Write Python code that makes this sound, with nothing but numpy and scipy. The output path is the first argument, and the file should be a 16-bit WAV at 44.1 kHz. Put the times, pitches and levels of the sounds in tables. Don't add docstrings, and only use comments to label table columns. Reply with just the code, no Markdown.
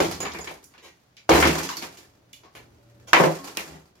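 import sys
import numpy as np
from scipy import signal
from scipy.fft import rfft, irfft, next_fast_len
from scipy.io import wavfile

SR = 44100
rng = np.random.default_rng(int(sys.argv[2]) if len(sys.argv) > 2 else 0)


def dump(signal):
    limited = np.clip(np.atleast_2d(signal).T, -1, 1)
    pcm = np.round(limited * 32767).astype(np.int16)
    wavfile.write(sys.argv[1], SR, pcm)


N = 176400
TIME = np.arange(N) / SR
RING = 24576
AGE = np.arange(RING) / SR
TOP_HZ = 16000

# time in seconds, level in dB.
DEBRIS_LEVEL = [(0, -31.5), (.2, -45.5), (.5, -45.5), (.65, -62.5), (1.28, -75), (1.3, -20), (1.5, -32),
                (1.72, -39), (1.85, -45.5), (1.97, -54), (2.2, -71.5), (3.12, -63), (3.14, -25),
                (3.38, -43), (3.62, -39.5), (3.8, -56), (3.92, -69.5), (4, -62)]
# frequency in Hz, gain in dB.
RUBBLE_COLOUR = [(25, -40), (52, -25.5), (76, -1.5), (115, -18.5), (160, -3), (245, -6.5), (345, 0),
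                 (530, -3), (700, -4.5), (1050, -6.5), (1400, -12.5), (2300, -10.5), (3800, -17.5),
                 (5500, -21), (7100, -22), (8000, -35), (10500, -30.5), (15000, -36), (16500, -52.5)]


def amp(db):
    return 10 ** (np.asarray(db) / 20)


def unit(x):
    return x / np.sqrt(np.mean(np.sum(x ** 2, axis=-1)) + 1e-20)


def steady(x):
    return x / np.sqrt(np.mean(x ** 2))


def fade(t60):
    return np.exp(-np.log(1000) * AGE / max(t60, 1e-3))


def over_hz(points, size):
    hz, value = np.array(points, float).T
    return np.interp(np.log(np.arange(size // 2 + 1) * SR / size + 1), np.log(hz), value)


def tint(x, points):
    n = next_fast_len(x.shape[-1] + 4096, True)
    cepstrum = irfft(np.log(amp(over_hz(points, n))), n)
    cepstrum[1:n // 2] *= 2
    cepstrum[n // 2 + 1:] = 0
    return irfft(rfft(x, n) * np.exp(rfft(cepstrum)), n)[..., :x.shape[-1]]


def lean(x, points):
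    return np.array([tint(side, [(hz, sign * db / 2) for hz, db in points])
                     for side, sign in zip(x, (1, -1))])


def through(x, response):
    return signal.fftconvolve(x[None], response, axes=1)[:, :len(x)]


def add(out, x, start_s):
    i = min(max(int(start_s * SR), 0), N - 1)
    out[:, i:i + x.shape[-1]] += x[..., :N - i]


def diffuse(size):
    # frequency in Hz, stereo width from 0 (mono) to 1.
    widths = [(60, 0.034), (150, 0.061), (280, 0.1), (550, 0.79), (1000, 1), (16000, 1)]
    mid, side = rng.standard_normal((2, size))
    width = np.clip(over_hz(widths, size), 0, 1)
    spread = np.array([[1], [-1]]) * rfft(side) * np.sqrt(width)
    return irfft((rfft(mid) + spread) / np.sqrt(1 + width), size)


def background(hum_hz=118.4, whine_hz=576):
    # time in seconds, then the levels of hum, rumble and whine in dB.
    loudness = [(0, -90, -34.5, -98), (1.1, -71, -84, -84.5), (2.099, -68, -63, -81),
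                (2.52, -68.5, -65, -79), (2.591, -57.5, -55.5, -78), (2.8, -67, -58.5, -72),
                (2.889, -56.5, -61, -66.5), (3.048, -56.5, -56.5, -68.5), (4, -78.5, -64.5, -90.5)]
    # frequency in Hz, gain in dB.
    air_colour = [(18, -40.5), (30, -11.5), (112, -3), (194, -6), (319, -10), (461, -12.5), (569, -10),
                  (1220, -16), (6210, -25), (8080, -36.5), (16000, -33)]
    low_colour = [(25, -23.5), (55, -10), (78, -6), (130, -16.5), (340, -13.5), (900, -28.5),
                  (5000, -49.5)]
    times, *levels = np.array(loudness).T
    hum_gain, rumble_gain, whine_gain = (amp(np.interp(TIME, times, db)) for db in levels)
    hum, whine = (np.sqrt(2) * np.sin(2 * np.pi * hz * TIME) for hz in (hum_hz, whine_hz))
    rumble = steady(tint(diffuse(N), low_colour))
    air = steady(tint(diffuse(N), air_colour))
    return amp(-64) * air + hum_gain * hum + rumble_gain * rumble + whine_gain * whine


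def room(early_s=0.0058, max_lag_s=.00015, detune=.015):
    # frequency in Hz, ring time in seconds.
    echo_times = [(80, 0.38), (300, 0.25), (1000, 0.3), (3000, 0.24), (7000, 0.27), (15000, 0.21)]
    # pitch in Hz, relative level in dB, ring time in seconds.
    cabinet_tones = [(77, -17.5, .5), (160, -2.5, 0.36), (189.3, -6.5, 0.52), (275.6, -10.5, 0.99),
                     (334.2, 3, .3), (396, 0, 0.27), (524, 0.5, 0.2), (600, -7.5, 0.073), (944, -2.5, 0.13)]
    noise = rfft(diffuse(RING))
    tail = cabinet = 0
    for band_hz, t60 in echo_times:
        band = over_hz([(hz, hz == band_hz) for hz, _ in echo_times], RING)
        tail += irfft(noise * band) * fade(t60)
    early = diffuse(RING) * np.exp(-AGE / early_s)
    for hz, db, t60 in cabinet_tones:
        pitch = hz * (1 + detune * rng.standard_normal())
        cabinet += amp(db) * np.sin(2 * np.pi * (pitch * AGE + rng.random())) * fade(t60)
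    direct = np.arange(RING) == (rng.random((2, 1)) * max_lag_s * SR).astype(int)
    return unit(direct + amp(1.5) * unit(early) + amp(7) * unit(tail) + amp(-12.5) * unit(cabinet))


def contacts(size, per_s, scatter_db):
    happens = rng.random(size) < per_s / SR
    hardness = np.minimum(rng.exponential(size=size), 4)
    return happens * amp(scatter_db * hardness) * rng.choice([-1, 1], size)


def shard(tones=40, low_hz=1386, t60=.055):
    pitches = low_hz * (TOP_HZ / low_hz) ** ((np.arange(tones) + rng.random(tones)) / tones)
    n = SR // 10
    waves = np.sin(2 * np.pi * (pitches[:, None] * AGE[:n] + rng.random((tones, 1))))
    ring = waves.sum(0) * fade(t60)[:n]
    return (AGE == 0) + amp(-9) * np.pad(unit(ring), (0, RING - n))


def grit(spots=5, crumbs_per_s=150):
    # frequency in Hz, gain in dB.
    colour = [(70, -26.5), (280, -3.5), (380, 3.5), (600, 2), (1200, 0), (3000, -6), (6900, -6.5),
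              (8000, -12), (14500, -12.5), (16500, -31)]
    level = amp(np.interp(TIME, *np.array(DEBRIS_LEVEL).T)) / np.sqrt(spots)
    out = np.zeros((2, N))
    for _ in range(spots):
        force = steady(contacts(N, crumbs_per_s / spots, scatter_db=4.5)) * level
        crumb = through(shard(tones=14), room())
        out += through(force, unit(tint(crumb, colour)))
    return out


def scrapes():
    # start in seconds, length in seconds, level in dB, treble tilt in dB per octave.
    drags = [(0.817, 0.076, -48, 2.5), (2.559, 0.055, -57, -0.5), (3.07, 0.03, -41.5, 3.5),
             (3.468, 0.025, -41, 1.5), (3.649, 0.14, -46, -2)]
    out = np.zeros((2, N))
    for start, length, db, tilt_db in drags:
        swell = np.sqrt(np.sin(np.pi * np.minimum(AGE / length, 1)))
        force = contacts(RING, per_s=6500, scatter_db=4.0) * swell
        colour = [(hz, gain + tilt_db * np.log2(hz)) for hz, gain in RUBBLE_COLOUR]
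        grind = tint(through(force, through(shard(), room())), colour)
        add(out, unit(grind) * np.sqrt(length * SR) * amp(db), start)
    return out


def spray(count=30, from_s=1.3, until_s=1.85, low_hz=1900, high_hz=6000, scatter_db=14.5):
    out = np.zeros((2, N))
    for k, (when, smallness, shape, force, sustain) in enumerate(rng.random((count, 5))):
        start = from_s + (until_s - from_s) * (k + when) / count
        hz = low_hz * (high_hz / low_hz) ** smallness
        tones = np.sin(2 * np.pi * hz * AGE) + np.sin(2 * np.pi * hz * (1 + shape / 2) * AGE)
        ring = tones * fade(.022 * (.5 + sustain))
        clink = unit(through(unit(ring) + .5 * (AGE == 0), room())) * np.linalg.norm(ring)
        db = np.interp(start, *np.array(DEBRIS_LEVEL).T) + 2 + scatter_db * (force - .5)
        add(out, clink * amp(db), start)
    return out


def rings(strikes):
    out = np.zeros((2, N))
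    for start, hz, db, t60 in strikes:
        ring = np.sin(2 * np.pi * hz * AGE) * (1 - np.exp(-hz * AGE)) * fade(t60)
        echo = through(ring * fade(t60), room())
        add(out, amp(db) * np.linalg.norm(ring) * (0.33 * unit(ring) + 0.7 * unit(echo)), start)
    return out


def bouncing_shard():
    # pitch in Hz, relative level in dB, ring time in seconds.
    tones = [(4970, -9.5, 0.2), (6780, 3, 0.13), (7000, -1, 0.048), (9700, -15, .08)]
    # start in seconds, level in dB.
    bounces = [(0.205, -24), (.409, -36)]
    return rings([(start, hz, db + tone_db, t60) for start, db in bounces for hz, tone_db, t60 in tones])


def chinks():
    # start in seconds, pitch in Hz, level in dB, ring time in seconds.
    strikes = [(1.426, 1520, -9.5, 0.07), (1.426, 2360, -23, 0.049), (1.695, 1098, -25, 0.09),
               (1.734, 2880, -35, 0.068), (1.769, 4480, -23.5, 0.048), (1.767, 11820, -28, 0.023),
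               (2.334, 2910, -39.5, 0.07), (2.334, 3480, -40, 0.07), (2.457, 1105, -50, 0.2),
               (3.39, 1084, -42, 0.52), (3.575, 2440, -26, 0.064), (3.575, 2790, -27, .06),
               (3.665, 7200, -42, .08)]
    return rings(strikes)


def cabinet_booms():
    # start in seconds, pitch in Hz, level in dB, ring time in seconds.
    strikes = [(1.295, 77, -27.5, 0.92), (1.47, 184, -25, 0.27), (3.2, 160, -15, 0.57),
               (3.238, 185, -15.5, 0.2), (3.238, 353, -17, 0.16), (3.238, 541, -10.5, 0.18)]
    return rings(strikes)


def glaze_snaps(t60=0.012):
    # start in seconds, strongest frequency in Hz, level in dB.
    cracks = [(0.203, 9000, -31), (0.642, 9400, -41.5), (1.168, 4970, -43.5), (1.291, 700, -17.5),
              (1.296, 6000, -16), (1.425, 1990, -24), (1.824, 5000, -36.5), (2.332, 7000, -45.5),
              (3.132, 1900, -3.5), (3.133, 6000, -11), (3.5715, 5500, -17.5)]
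    out = np.zeros((2, N))
    burst = fade(t60)
    for start, hz, db in cracks:
        colour = [(hz / 12, -50), (hz / 2, -5), (hz, 0), (hz * 1.2, -8), (hz * 4, -22), (hz * 10, -48)]
        crack = np.linalg.norm(burst) * unit(tint(diffuse(RING) * burst, colour))
        add(out, amp(db) * (crack + amp(-7) * through(crack[0], room())), start)
    return out


def set_bands(hit, edges_hz, band_db):
    n = SR // 10
    opening = hit[:, :n] * np.cos(np.linspace(0, np.pi / 2, n))
    power = 4 * np.mean(abs(rfft(opening)) ** 2, axis=0) / n ** 2
    gains = [(np.sqrt(lo * hi), db - 10 * np.log10(power[lo * n // SR:hi * n // SR].sum()))
             for lo, hi, db in zip(edges_hz, edges_hz[1:], band_db)]
    return tint(hit, gains)


def impacts(hits, edges_hz, spots, rattle_db, delay_s=.002):
    out = np.zeros((2, N))
    for start, db, *band_db, rattle_s, pan_db in hits:
        first, *others = rng.permutation(len(spots))[:4]
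        dying = np.exp(-AGE / rattle_s)
        rattle = sum(through(contacts(RING, per_s=400, scatter_db=2.5) * dying, spots[k]) for k in others)
        hit = tint(unit(spots[first]) + amp(rattle_db) * unit(rattle), RUBBLE_COLOUR)
        for _ in range(2):
            hit = set_bands(hit, edges_hz, db + np.array(band_db))
        add(out, lean(hit, [(210, 0), (1200, pan_db)]), start + delay_s)
    return out


def falling_pieces(spots, pan_db=-0.1):
    # start in seconds, relative level in dB, five band levels in dB added to it (thud,
    # knock, clack, chink, tick), rattling time in seconds.
    landings = [(0.122, -29, -22, -27, -13, -6.5, -22, 0.017),
                (0.202, -18, -13, -14, -16.5, -19, -21.5, 0.021),
                (0.224, -23, -6, -9.5, -15, -19, -24, 0.014),
                (0.25, -20, -16.5, -8.5, -9, -18.5, -41, 0.014),
                (0.316, -30, -19, -22, -13.5, -10, -31, 0.0053),
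                (0.344, -25, -10, -12.5, -7.5, -34, -42, 0.02),
                (0.391, -25, -10.5, -12.5, -21, -29, -36, 0.0073),
                (0.471, -23.5, -15.5, -14, -8.5, -18.5, -38, 0.016),
                (0.507, -24, -14.5, -15.5, -37, -30, -26, 0.0038),
                (0.637, -43.5, -35, -36, -43, -8.5, -7.5, 0.025),
                (0.737, -47, -15, -5, -4, -12.5, -28, 0.027), (0.777, -38, -16, -20, -12, -16, -28, 0.013),
                (1.168, -42.5, -28, -24.5, -5, -7, -24, 0.012),
                (1.55, -15.5, -11.5, -11, -17, -17.5, -23, 0.0055),
                (1.589, -26.5, -5, -11, -13, -21, -27, 0.025),
                (1.631, -21, -16, -24, -15, -10, -17.5, 0.01),
                (1.688, -17, -48, -12, -16, -14, -24.5, 0.014),
                (1.767, -25.5, -17, -55, -21.5, -7.5, -18, 0.005),
                (1.822, -22.5, -12.5, -14, -11.5, -15, -20, 0.013),
                (1.97, -38, -15, -23.5, -10.5, -9, -14, 0.015),
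                (2.328, -34, -29, -46.5, -15, -13.5, -17, 0.022),
                (2.433, -42, -9, -8, -12.5, -14.5, -35, 0.029),
                (2.55, -31, -16, -15, -10.5, -18, -21, 0.023),
                (3.568, -16.5, -17.5, -19, -11.5, -23, -19.5, 0.009)]
    edges_hz = [150, 700, 1500, 3500, 7500, 16000]
    return impacts([(*row, pan_db) for row in landings], edges_hz, spots, rattle_db=3.5)


def hammer_blows(spots):
    # start in seconds, relative level in dB, six band levels in dB added to it (boom, thump,
    # body, knock, crack, splinters), crumbling time in seconds, left over right in dB.
    hits = [(0.001, -6, -44, -20.5, -9, -13, -17, -21, 0.0038, -0.5),
            (0.045, -22, -36, -12, -8, -15, -11, -11.5, 0.013, 4),
            (1.291, 0, -24, -29, -8.5, -11.5, -21, -23.5, 0.011, 0),
            (1.315, -6.5, -23.5, -14.5, -11.5, -12.5, -11, -24.5, 0.0088, 0.5),
            (1.347, -2.5, -25.5, -21, -12.5, -13, -18, -27, 0.018, 1),
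            (1.379, -10.5, -20.5, -14.5, -4.5, -13, -24.5, -17.5, 0.037, -0.5),
            (1.423, -8, -34.5, -19, -20.5, -8.5, -6.5, -23, 0.009, 1.5),
            (1.451, -7.5, -27.5, -16, -13, -13, -16, -20, 0.011, -5.5),
            (1.471, -4.5, -48.5, -16, -14.5, -22, -17.5, -24.5, 0.026, 3.5),
            (3.13, 0, -50, -31.5, -18.5, -8.5, -8, -24.5, 0.0053, -2),
            (3.164, -9, -50, -26.5, -8.5, -9.5, -12, -24, 0.01, 6),
            (3.198, -4, -54, -20, -8.5, -10, -21.5, -40, 0.01, 3),
            (3.236, -10, -51, -26, -2.5, -8.5, -15, -26, 0.017, -4)]
    edges_hz = [50, 120, 280, 700, 1500, 3500, 16000]
    return impacts(hits, edges_hz, spots, rattle_db=-1)


def scene():
    # frequency in Hz, left over right in dB.
    balance = [(60, -1.5), (110, 1), (200, 0.5), (380, -2.5), (700, 0.5), (1290, 0.5), (2380, 2.5),
               (4400, -4), (8120, -5), (15000, 0)]
    spots = [through(shard(), room()) for _ in range(14)]
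    blows = amp(-6) * hammer_blows(spots)
    pieces = amp(-7) * falling_pieces(spots)
    ringing = chinks() + cabinet_booms() + bouncing_shard() + spray()
    smash = blows + pieces + glaze_snaps() + scrapes() + ringing + grit()
    return lean(smash, balance) + background()


def record(dry):
    bass_cut = signal.butter(2, 42, "high", fs=SR, output="sos")
    treble_cut = signal.ellip(8, .2, 80, TOP_HZ, fs=SR, output="sos")
    rounded = np.tanh(signal.sosfilt(bass_cut, dry))
    return signal.sosfilt(treble_cut, rounded)


dry = scene()
out = record(dry)
dump(out)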